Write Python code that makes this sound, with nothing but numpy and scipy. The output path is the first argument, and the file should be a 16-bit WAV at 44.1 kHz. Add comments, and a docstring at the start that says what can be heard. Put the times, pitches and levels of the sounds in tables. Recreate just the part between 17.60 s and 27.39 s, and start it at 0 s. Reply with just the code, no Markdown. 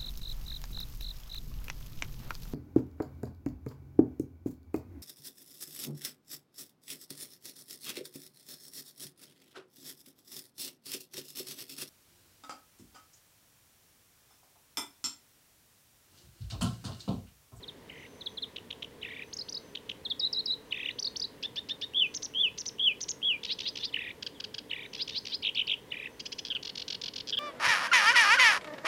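"""A reed warbler sings from a stem a few metres away: chips, buzzy rasps, slurred whistles, trills and churrs.
Its notes are pitch gestures of the syrinx (the bird's voice organ); rasps are coloured by the throat.
The reed bed returns a short scattered echo, and a farther bird adds two faint slurs.
A faint insect, a narrow band of noise, buzzes on and off over a low far-off hum and an airy hiss."""
import sys
import numpy as np
from scipy import signal
from scipy.fft import rfft, irfft
from scipy.io import wavfile
from scipy.ndimage import uniform_filter1d, map_coordinates

SR = 44100
rng = np.random.default_rng(int(sys.argv[2]) if len(sys.argv) > 2 else 0)


def to_wav(s):
    """Save 16-bit WAV."""
    ch = np.atleast_2d(s).T  # columns
    pcm = np.round(np.clip(ch, -1, 1) * 32767)  # PCM
    wavfile.write(sys.argv[1], SR, pcm.astype(np.int16))


N = 431738  # length of the scene in samples


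def undb(db):
    """Turn decibels into a gain."""
    return 10 ** (np.asarray(db) / 20)


def unit(x):
    """Scale to an rms (average strength) of 1."""
    return x / np.sqrt(np.mean(x ** 2) + 1e-18)


def add(out, start, sound):
    """Mix a sound in at a time in seconds."""
    i = max(int(start * SR), 0)
    out[i:i + len(sound)] += sound[:max(len(out) - i, 0)]


def wander(size, hz):
    """A smooth random curve with a spread near 1, through hz random points a second."""
    at = np.arange(size) * hz / SR
    points = rng.standard_normal(int(at[-1]) + 2)
    return map_coordinates(points, [at], order=3, mode="nearest")


def turn(hz):
    """Phase in radians of a vibration with moving pitch."""
    return 2 * np.pi * np.cumsum(hz) / SR


def fade(size, seconds):
    """Soft opening and closing."""
    i = np.arange(size)
    nearest_end = np.minimum(i, i[::-1])
    return np.sin(np.pi / 2 * np.minimum(nearest_end / (seconds * SR), 1)) ** 2


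def gesture(length, pitches, crest):
    """One push of air: pitch bends through three points while the level swells to its crest and dies."""
    u = np.linspace(0, 1, int(length * SR))
    hz = np.polyval(np.polyfit([0, .5, 1], pitches, 2), u)
    progress = np.interp(u, [0, np.clip(crest, .1, .9), 1], [0, .5, 1])
    swell = np.sin(np.pi * progress).clip(0) ** .7
    return hz, swell


def tone(hz, octave_db, waver):
    """A nearly pure, unsteady voice; its octave escapes the throat only while the pitch is low."""
    phase = turn(hz * (1 + waver * wander(len(hz), 495.5)))
    octave = undb(octave_db) / (1 + (hz / 2900) ** 10) * np.sin(2 * phase)
    return np.sin(phase) + octave


def chip(length, pitches, crest, octave_db=-15, waver=0.031):
    """A quick, nearly pure sweep up, down or over an arch."""
    hz, swell = gesture(length, pitches, crest)
    return swell * tone(hz, octave_db, waver)


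def reedy(hz, phase, throat_hz, width_hz, leak_db=-25, count=7):
    """Harmonics pass through the throat's band; a little of the fundamental leaks out when it is high."""
    k = np.arange(1, count + 1)[:, None]
    throat = 1 / (1 + ((k * hz - throat_hz) / width_hz) ** 4)
    throat[0] = (throat[0] + undb(leak_db)) / (1 + (1500 / hz) ** 10)
    strength = np.sqrt((throat ** 2).sum(0).mean())
    return (throat * np.sin(k * phase)).sum(0) / strength


def rasp(length, pitches, crest, throat_hz, width_hz, rough, beat_hz=650, beat_depth=1.15, jitter=.075):
    """A tick or scrape heard by its overtones: the other side of the syrinx shakes the pitch harshly."""
    hz, swell = gesture(length, pitches, crest)
    beat = turn(beat_hz * (1 + 0.14 * wander(len(hz), 300)))
    shake = np.sin(beat + rng.uniform(0, 2 * np.pi))
    unsteady_hz = hz * (1 + jitter * rough * wander(len(hz), 1500))
    phase = turn(unsteady_hz) + beat_depth * rough * shake
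    return swell * (1 + rough * wander(len(hz), 515)) * reedy(hz, phase, throat_hz, width_hz)


def slur(hz, db, octave_db, waver, quiver_hz=190, quiver=0.0098, quiver_db=2.0):
    """A long whistle; a quiver of air pressure moves pitch and level together."""
    pressure = wander(len(hz), quiver_hz)
    pitch = uniform_filter1d(hz, size=200) * (1 + quiver * pressure)  # corners rounded first
    loud = undb(db + quiver_db * pressure) * fade(len(hz), .002)
    return loud * tone(pitch, octave_db, waver)


def whistles(onset_rough=0.022, settle_s=0.043, calm=0.0095, tick_lead_s=.011, tick_db=-19):
    """High whistles drop and hold; arched ones start with a tick, flutter, then settle as they fall."""
    # Each row: start in seconds, length in seconds, level in dB, pitch ratio.
    high_whistles = [(2.594, 0.082, -25, .99), (2.727, 0.084, -26.5, 1.016), (2.856, 0.088, -26, 1.005)]
    # The course they share. 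Each row: share of the length, pitch in Hz, level in dB;
    # a whistle's own ratio and level are added to it.
    high_course = [(0, 5600, -14), (.05, 5210, 0), (.19, 3800, -8.5), (.4, 3920, -4.5), (.58, 3788, 0),
                   (.72, 4000, 1), (0.851, 4155, -2), (1, 3740, -3)]
    # Each row: loudest moment in seconds, seconds sung before it, seconds after it, level in dB, pitch ratio.
    arched_whistles = [(4.421, 0.074, 0.046, -18.5, 0.996), (4.847, 0.098, 0.039, -18.5, 1.01),
                       (5.277, 0.0813, .05, -18.5, 0.988), (5.705, 0.076, 0.064, -19.5, 0.98)]
    # The course they share. Each row: seconds from the loudest moment, pitch in Hz before the ratio,
    # level in dB relative to the whistle.
    arched_course = [(-.096, 3010, -12), (-.066, 3264, -9.5), (-.043, 3434, -4.5), (-.018, 3370, -5.5),
                     (0, 3020, 0), (.018, 2700, -8), (0.041, 2440, -12.5), (.058, 2396, -18)]
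    out = np.zeros(N)
    share, course_hz, course_db = np.transpose(high_course)
    for start, length, db, ratio in high_whistles:
        u = np.linspace(0, 1, int(length * SR))
        hz = ratio * np.interp(u, share, course_hz)
        level_db = db + np.interp(u, share, course_db)
        add(out, start, slur(hz, level_db, octave_db=-18, waver=0.015))

    s, course_hz, course_db = np.transpose(arched_course)
    for loudest, before, after, db, ratio in arched_whistles:
        t = np.arange(-before - .002, after + .002, 1 / SR)  # 2 ms more at each end for the fades
        flutter = calm + onset_rough * np.exp(-(t - t[0]) / settle_s)
        hz = ratio * np.interp(t, s, course_hz)
        level_db = db + np.interp(t, s, course_db)
        add(out, loudest + t[0], slur(hz, level_db, octave_db=-37, waver=flutter))
        tick = chip(0.0034, (2750, 2900, 2870), 0.66)
        add(out, loudest - before - tick_lead_s, undb(db + tick_db) * tick)
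    return out


def warbles(rest_hz=2230, rise_s=.007, fall_s=.0034, gap_s=.0188):
    """A reedy upstroke, then four arches, slow up and quick down, over a hoarse falling second voice."""
    # Each row: seconds at the top of the first arch, level in dB, pitch ratio.
    runs = [(7.8383, -20.5, 1.04), (7.9627, -20, 1), (8.085, -20.5, 1.01)]
    # The four arches of a run. Each row: top pitch in Hz before the ratio, level in dB relative to the run.
    run_arches = [(3620, -4.5), (3785, 1.5), (3480, 2), (3140, -2.7)]
    out = np.zeros(N)
    t = np.arange(-2 * rise_s, 2 * fall_s, 1 / SR)
    arch = np.exp(-(t / np.where(t < 0, rise_s, fall_s)) ** 2)
    for first, db, ratio in runs:
        upstroke = rasp(0.01265, (2120, 2530, 3400), 0.76, throat_hz=3860, width_hz=1000, rough=0.17)
        add(out, first - .016, undb(db - 12.5) * upstroke)
        second_voice = chip(0.054, (3900, 3350, 2950), 0.42, octave_db=-30, waver=0.106)
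        add(out, first, undb(db - 15) * second_voice)
        for k, (top_hz, arch_db) in enumerate(run_arches):
            hz = rest_hz + (ratio * top_hz - rest_hz) * arch
            voice = tone(hz, octave_db=-27, waver=.03)
            loud = undb(db + arch_db) * beak(hz, centre_hz=3000, width_hz=250)
            loud = loud * np.sqrt(arch) * fade(len(t), 0.0012)
            add(out, first + k * gap_s + t[0], loud * voice)
    return out


def beak(hz, centre_hz, width_hz):
    """Gain of the open beak's resonance: a gliding note flares as it passes through."""
    return 1 / np.sqrt(1 + ((hz - centre_hz) / width_hz) ** 2)


def churrs(rest_hz=1920, upper_hz=3150, upper_rise_hz=800, rise_s=.0048, fall_s=.003, loud_s=.0028,
           rough=.04, grate_db=-2):
    """A low voice flicks up some 35 times a second, an upper one climbs between flicks, and they grate."""
    # Each row: first flick, last flick and end in seconds, then levels in dB: first flick, second flick,
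    # third flick, last flick, low voice, upper voice.
    churr_calls = [(0.3, 0.4534, .476, -37.5, -46, -51, -42.5, -51.5, -66.5),
                   (1.432, 1.624, 1.638, -29.5, -30.5, -40, -33, -47, -50.5),
                   (3.127, 3.29, 3.316, -21, -29, -32.5, -23, -44, -43.5),
                   (6.3444, 6.507, 6.518, -21, -23, -29, -35.5, -42.5, -47.5),
                   (7.1148, 7.2545, 7.266, -25.5, -24.5, -33.5, -37.5, -45.5, -45.5),
                   (8.323, 8.46, 8.478, -25, -31.5, -33, -29.5, -44.5, -51)]
    out = np.zeros(N)
    for first, last, end, *flick_db, low_db, upper_db in churr_calls:
        start = first - .01
        t = np.arange(start, end, 1 / SR)
        s, top_hz, db = flicks(first, last, *flick_db)
        lag = t[:, None] - s  # time from every flick
        flick = np.exp(-(lag / np.where(lag < 0, rise_s, fall_s)) ** 2)
        between = 1 - flick.max(1)

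        pitch = rest_hz + flick @ (top_hz - rest_hz)
        pitch = pitch * (1 + rough * between * wander(len(t), 900))
        murmur = undb(low_db) * between * np.abs(wander(len(t), 161.6))
        bursts = np.exp(-(lag / loud_s) ** 2) @ undb(db)
        low = tone(pitch, -30, 0.013) * (murmur + bursts)

        # the climb starts again at every flick
        climb = np.interp(t, [start, *s, end], np.arange(len(s) + 2)) % 1
        upper = tone(upper_hz + upper_rise_hz * climb, -30, .035)
        upper = upper * undb(upper_db + 3.5 * wander(len(t), 170))
        grate = wander(len(t), 900) * np.sin(turn(np.full(len(t), 2750)))
        grate = grate * undb(low_db + grate_db)
        add(out, start, (low + between * (upper + grate)) * fade(len(t), 0.0024))
        lead_in = chip(0.018, (3150, 3750, 4300), 0.27)
        add(out, first - .019, undb(upper_db + 4.0) * lead_in)
    return out


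def flicks(first, last, first_db, second_db, third_db, last_db, first_gap_s=.0195, beat_s=.029,
           scatter_db=1.5):
    """A full flick, a quick second, then an even beat; after the first, weaker flicks reach less high."""
    # How high a flick reaches for its strength. Each row: level in dB, top pitch in Hz.
    flick_reach = [(-50.5, 2100), (-35.5, 2380), (-22, 3020)]
    count = round((last - first - first_gap_s) / beat_s)
    later_db = np.linspace(third_db, last_db, count) + scatter_db * rng.standard_normal(count)
    db = np.r_[first_db, second_db, later_db]
    effort_db, reach_hz = np.transpose(flick_reach)
    top_hz = np.r_[reach_hz[-1], np.interp(db[1:], effort_db, reach_hz)]
    times = np.r_[first, np.linspace(first + first_gap_s, last, count + 1)]
    return times, top_hz, db


def trills(shake_hz=155, depth=0.1, dip_db=7.5, lead_s=0.0052, lead_db=-10.5):
    """A reedy upstroke leads into a high arch with fast vibrato; the voice thins at the top of each shake."""
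    # Each row: start in seconds, length in seconds, reference pitch in Hz, level in dB.
    trill_notes = [(4.545, 0.036, 6910, -26), (4.626, 0.041, 6640, -26.5), (4.981, 0.043, 6660, -27.5),
                   (5.06, 0.039, 6640, -25.5), (5.41, 0.037, 6900, -26), (5.488, 0.034, 7100, -23.5)]
    # The arch they share, before vibrato and dips. Each row: share of the length,
    # pitch as a ratio to the reference, level in dB relative to the note.
    trill_arch = [(0, 0.23, -18), (0.148, 0.9, 0.5), (0.301, 0.96, -9), (.6, 0.95, -1), (.78, .83, -2.5),
                  (.87, 0.59, -16), (1, 0.31, -25.5)]
    out = np.zeros(N)
    share, ratio, arch_db = np.transpose(trill_arch)
    for start, length, top_hz, db in trill_notes:
        u = np.linspace(0, 1, int(length * SR))
        middle = np.sin(np.pi * u) ** 2  # vibrato is strongest mid-note
        shake = np.cos(2 * np.pi * shake_hz * (u - .31) * length) * middle
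        hz = top_hz * np.interp(u, share, ratio) * (1 + depth * shake)
        loud = undb(db + np.interp(u, share, arch_db) - dip_db * (shake + middle))
        add(out, start, loud * fade(len(u), 0.0015) * tone(hz, -14, 0.023))
        upstroke = rasp(0.008, (1340, 1980, 3260), .9, throat_hz=4840, width_hz=2030, rough=0.12)
        add(out, start - lead_s, undb(db + lead_db) * upstroke)
    return out


def zweeps(crest=.6, shake_depth=.9, unsteady=.25, waver=.016, tip_lead_s=.012, tip_s=.02, other_share=.19):
    """A climbing voice is shaken by another at a fifth of its pitch, making it reedy; a pure tip ends it."""
    # Each row: start in seconds, length in seconds, start pitch in Hz, end pitch in Hz,
    # level in dB, level of the tip in dB.
    rising_notes = [(5.89, .043, 3000, 4400, -27.5, -32), (6.052, 0.042, 3100, 4600, -27.5, -31),
                    (6.225, .036, 3250, 4750, -28.5, -31.5), (7.391, .037, 3150, 4460, -30.5, -27.5),
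                    (7.543, .043, 3300, 4500, -30, -28.5), (7.716, 0.038, 3300, 4550, -30, -28)]
    # Pitch of the tip in Hz at its start, middle and end.
    tip_hz = (3846, 4925, 4570)
    out = np.zeros(N)
    for start, length, low_hz, high_hz, db, tip_db in rising_notes:
        hz, swell = gesture(length, [low_hz, (low_hz + high_hz) / 2, high_hz], crest)
        other = np.sin(turn(hz * other_share * (1 + .05 * wander(len(hz), 600))))
        climbing = turn(hz * (1 + waver * wander(len(hz), 1417)))
        phase = climbing + shake_depth * (1 + unsteady * wander(len(hz), 430)) * other
        loud = undb(db) * swell * (1 + 0.13 * wander(len(hz), 870))
        add(out, start, loud * np.sin(phase))
        add(out, start + length - tip_lead_s, undb(tip_db) * chip(tip_s, tip_hz, 0.19))
    return out


def shivers(pulse_hz=140, bend=0.05, undertone_db=-24):
    """Falling notes in pulses; alternate cycles differ, adding lines at half and 1.5 times the pitch."""
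    # Each row: start in seconds, length in seconds, start pitch in Hz, end pitch in Hz, level in dB.
    shiver_notes = [(8.9013, 0.031, 3450, 2870, -25.5), (8.949, .026, 3280, 2690, -25.5),
                    (9.724, 0.032, 3520, 3050, -24), (9.77, 0.047, 3425, 2840, -22)]
    out = np.zeros(N)
    for start, length, high_hz, low_hz, db in shiver_notes:
        hz, swell = gesture(length, [high_hz, (high_hz + low_hz) / 2, low_hz], 0.24)
        pulse = turn(np.full(len(hz), pulse_hz))
        phase = turn(hz * (1 + bend * np.sin(pulse) + 0.035 * wander(len(hz), 880)))
        voice = np.sin(phase) * (1 + 2 * undb(undertone_db) * np.cos(phase / 2))
        loud = undb(db) * np.sqrt(swell) * np.abs(np.sin(pulse / 2)) ** 0.79
        add(out, start, loud * voice)
    return out


def repeat(calls, strokes, voice):
    """Sing one learnt syllable again and again, each time at its own level and pitch."""
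    out = np.zeros(N)
    for start, db, ratio in calls:
        for after, length, first_hz, middle_hz, last_hz, stroke_db, *colour in strokes:
            pitches = ratio * np.array([first_hz, middle_hz, last_hz])
            add(out, start + after, undb(db + stroke_db) * voice(length, pitches, *colour))
    return out


def pure_calls():
    """Nearly pure sweeps of the syrinx: thin falling tsips, dry tiks, and flourishes of a rise and flicks."""
    # Tiks, then flourishes. Each row: start in seconds, level in dB, pitch ratio.
    tiks = [(.9598, -30, 1.006), (1.104, -29, 1.026), (1.2221, -28.5, 0.99), (2.1498, -28, 1.03),
            (2.292, -26, 0.98)]
    flourishes = [(1.7268, -31.5, 1.06), (1.8837, -31, 1.02), (3.385, -25.5, 0.99), (3.557, -26.5, 1)]
    # Their strokes. Each row: seconds after the call's start, length in seconds, start, middle and end pitch
    # in Hz before the ratio, level in dB relative to the call, loudest point from 0 to 1.
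    tik_strokes = [(0, .0053, 2660, 3320, 4600, -5, 0.63), (.0047, .0044, 2030, 3010, 3880, 0, 0.74),
                   (0.0225, .0047, 3520, 2990, 2700, -5, 0.5)]
    flourish_strokes = [(0, .018, 2390, 4890, 6300, -3, 0.78), (.04, 0.0094, 4500, 5110, 6470, -2, 0.32),
                        (0.059, 0.021, 3670, 4800, 4900, -1, .38),
                        (.0818, .018, 3570, 4110, 4500, -1.5, 0.42)]
    # Each row: start in seconds, length in seconds, level in dB, loudest point from 0 to 1.
    tsips = [(0.026, 0.023, -42, 0.7), (0.078, 0.023, -37.5, 0.5), (.607, 0.021, -38.5, 0.53),
             (0.659, .019, -29, 0.83), (0.771, 0.02, -32, 0.73), (.821, 0.026, -29.5, 0.54),
             (2.4495, 0.023, -29.5, 0.55), (2.4987, 0.027, -25.5, 0.8)]
    # Pitch of a tsip in Hz at its start, middle and end.
    tsip_hz = (4540, 3700, 3235)
    out = repeat(tiks, tik_strokes, chip) + repeat(flourishes, flourish_strokes, chip)
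    for start, length, db, crest in tsips:
        add(out, start, undb(db) * chip(length, tsip_hz, crest, octave_db=-30, waver=0.023))
    return out


def harsh_calls():
    """Rough sweeps filtered by the throat: nasal chirrups, short scrapes, double tchacks, creaky rattles."""
    # The calls of each kind. Each row: start in seconds, level in dB, pitch ratio.
    chirrups = [(3.825, -30, .975), (3.9578, -29, 0.99), (4.087, -28, 1), (4.2117, -29.5, 1.01)]
    scrapes = [(8.5934, -34, 0.99), (8.652, -32, 1.03), (8.7165, -33, 1.01), (8.7812, -32, 1.04)]
    tchacks = [(6.624, -29, 1), (6.8, -30.5, 0.99), (6.9416, -30.5, 1.01)]
    rattles = [(5.8315, -28, 1.1), (5.9865, -27.5, 1.08), (6.154, -29, 1.02), (7.3312, -31.5, .97),
               (7.4755, -29, 1.05), (7.6508, -30, 0.9)]  # three falling ticks and a creak before each rising note
    # Their strokes. Each row: seconds after the call's start, length in seconds, start, middle and end pitch
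    # in Hz before the ratio, level in dB relative to the call, loudest point from 0 to 1 (kept to 0.1-0.9),
    # throat centre in Hz, throat half-width in Hz, roughness from 0 to 1.
    chirrup_strokes = [(0, 0.0151, 1840, 2885, 3810, -2, 1, 4090, 1200, 0.35),
                       (.006, 0.0314, 1506, 1760, 1846, -0.5, 0.9, 3830, 840, 0.12)]
    scrape_strokes = [(.001, .017, 1885, 2685, 3150, -2.7, .58, 4240, 1530, 0.33),
                      (.007, 0.015, 1544, 1645, 1590, -1.5, 0.19, 4330, 1300, 0.19)]
    tchack_strokes = [(0, 0.01, 1730, 1556, 1030, -1, 0.51, 3880, 1750, .09),
                      (0.04, 0.013, 1640, 1515, 1010, 0, .1, 3830, 1540, .05)]
    rattle_strokes = [(0, 0.0078, 3400, 2970, 1770, -3, 0.76, 4120, 1540, 0.099),
                      (.015, .0105, 4090, 2746, 1480, -1.5, 0.55, 4120, 1460, 0.12),
                      (0.03, .0069, 3500, 2500, 1600, -5.5, .38, 3970, 1220, .02),
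                      (.039, 0.042, 1720, 1750, 1860, -11.5, 0.32, 3970, 1140, 0.31)]
    return (repeat(chirrups, chirrup_strokes, rasp) + repeat(scrapes, scrape_strokes, rasp)
            + repeat(tchacks, tchack_strokes, rasp) + repeat(rattles, rattle_strokes, rasp))


def chatters(gap_s=.0216, first_s=0.0097, later_s=0.0131, throat_hz=4270, sink_hz=110, width_hz=1300,
             narrow_hz=55, rough=0.34, smoothing=0.043, count=4):
    """Runs of falling rasps; with each one the throat sinks and narrows and the voice gets smoother."""
    # Each row: start in seconds, level in dB.
    chatter_runs = [(9.0268, -32.5), (9.152, -32), (9.2795, -30.5), (9.414, -31), (9.5354, -32.5)]
    # Pitch of each rasp in Hz at its start, middle and end.
    chatter_hz = (1873, 1527, 1330)
    out = np.zeros(N)
    for start, db in chatter_runs:
        for k in range(count):
            length = later_s if k else first_s
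            note = rasp(length, chatter_hz, 0.44, throat_hz - k * sink_hz,
                        width_hz - k * narrow_hz, rough - k * smoothing)
            add(out, start + k * gap_s, undb(db) * note)
    return out


def stutters(tick_s=.005, width_hz=1200, rough=.26, count=5):
    """Very fast throat-coloured ticks that swell or fade, leading into the shivering notes."""
    # Each row: start in seconds, seconds between ticks, level of the first tick in dB,
    # level of the last tick in dB, throat centre in Hz.
    stutter_runs = [(8.8497, .0083, -31, -36.5, 4130), (9.6719, .0075, -35, -31, 4400)]
    # Pitch of each tick in Hz at its start, middle and end.
    stutter_hz = (1750, 1640, 1430)
    out = np.zeros(N)
    for start, gap, first_db, last_db, throat_hz in stutter_runs:
        for k, db in enumerate(np.linspace(first_db, last_db, count)):
            tick = rasp(tick_s, stutter_hz, .55, throat_hz, width_hz, rough)
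            add(out, start + k * gap, undb(db) * tick)
    return out


def far_bird():
    """Two faint falling slurs, quick pitch sweeps from deeper in the reeds."""
    # Each row: start in seconds, length in seconds, start, middle and end pitch in Hz, level in dB.
    far_slurs = [(6.269, .038, 3970, 3350, 2750, -46), (6.746, 0.048, 3660, 3180, 3130, -54)]
    out = np.zeros(N)
    for start, length, *pitches, db in far_slurs:
        add(out, start, undb(db) * chip(length, pitches, .2))
    return out


def reed_echo(song, near_db=-19, near_t60=0.2, far_db=-28, far_t60=0.47):
    """The nearest stems return single echoes; countless others scatter a dense tail."""
    t = np.arange(SR // 2) / SR
    build = 1 - np.exp(-(t / .012) ** 2)  # the tail grows in over some 12 ms
    response = np.zeros(len(t))
    for db, t60 in ((near_db, near_t60), (far_db, far_t60)):
        decay = np.exp(-np.log(1000) * t / t60)  # down 60 dB after t60 seconds
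        tail = unit(rng.standard_normal(len(t)) * build * decay)
        response += undb(db) * tail / np.sqrt(len(t))
    for delay_s, db in ((.0034, -19), (.0057, -23), (.0122, -23)):
        response[int(delay_s * SR)] += undb(db)
    return signal.fftconvolve(song, response)[:N]


def insect(centre_hz=6100, width_hz=380):
    """A far, narrow buzz that swells and stops: random curves ride on one high pitch."""
    # Each row: start in seconds, end in seconds, level in dB before the swell.
    buzzes = [(0.334, .77, -67.5), (1.617, 2.14, -66.5), (3.038, 3.54, -69), (4.403, 4.87, -68.5),
              (5.862, 6.253, -65), (7.205, 7.7, -66.5), (8.485, 8.977, -68)]
    out = np.zeros(N)
    for start, end, db in buzzes:
        size = int((end - start) * SR)
        phase = turn(np.full(size, centre_hz))
        buzz = wander(size, width_hz) * np.sin(phase) + wander(size, width_hz) * np.cos(phase)
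        add(out, start, undb(db) * buzz * fade(size, 0.03) * np.linspace(.6, 1, size))
    return out


def coloured(points):
    """Noise with a spectrum drawn through (Hz, dB) points, scaled to rms 1."""
    hz, db = np.transpose(points)
    bins = np.maximum(np.fft.rfftfreq(N, 1 / SR), 1)
    gain = undb(np.interp(np.log(bins), np.log(hz), db))
    return unit(irfft(rfft(rng.standard_normal(N)) * gain, N))


def background(hum_db=-53.5, air_db=-63):
    """A steady, low far-off hum and an even airy hiss, both shaped noise."""
    # Spectrum shapes of the hum and the hiss. Each row: frequency in Hz, relative level in dB.
    hum_shape = [(20, -17), (45, -12.5), (75, -4.5), (240, -3.5), (290, 0), (345, -7.5), (430, 0.5),
                 (520, -5), (620, -11), (790, -15), (940, -10.5), (1300, -19), (2000, -16), (4000, -45)]
    air_shape = [(500, -14.5), (1400, -7), (1900, 6.5), (3000, 14.5), (4500, 9), (7500, 4), (10000, 4),
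                 (12500, 2), (16000, 1.5)]
    return coloured(hum_shape) * undb(hum_db) + coloured(air_shape) * undb(air_db)


def scene():
    """The bird, its echo and the open land around it."""
    song = (pure_calls() + harsh_calls() + chatters() + stutters() + zweeps() + warbles() + shivers()
            + whistles() + trills() + churrs() + far_bird())
    return (song + reed_echo(song) + insect() + background())[None]


def record(dry, top_hz=15800):
    """The recorder cuts the top: a steep low-pass filter."""
    low_pass = signal.ellip(10, .1, 70, top_hz, fs=SR, output="sos")
    return signal.sosfilt(low_pass, dry)


dry = scene()
out = record(dry)
to_wav(out)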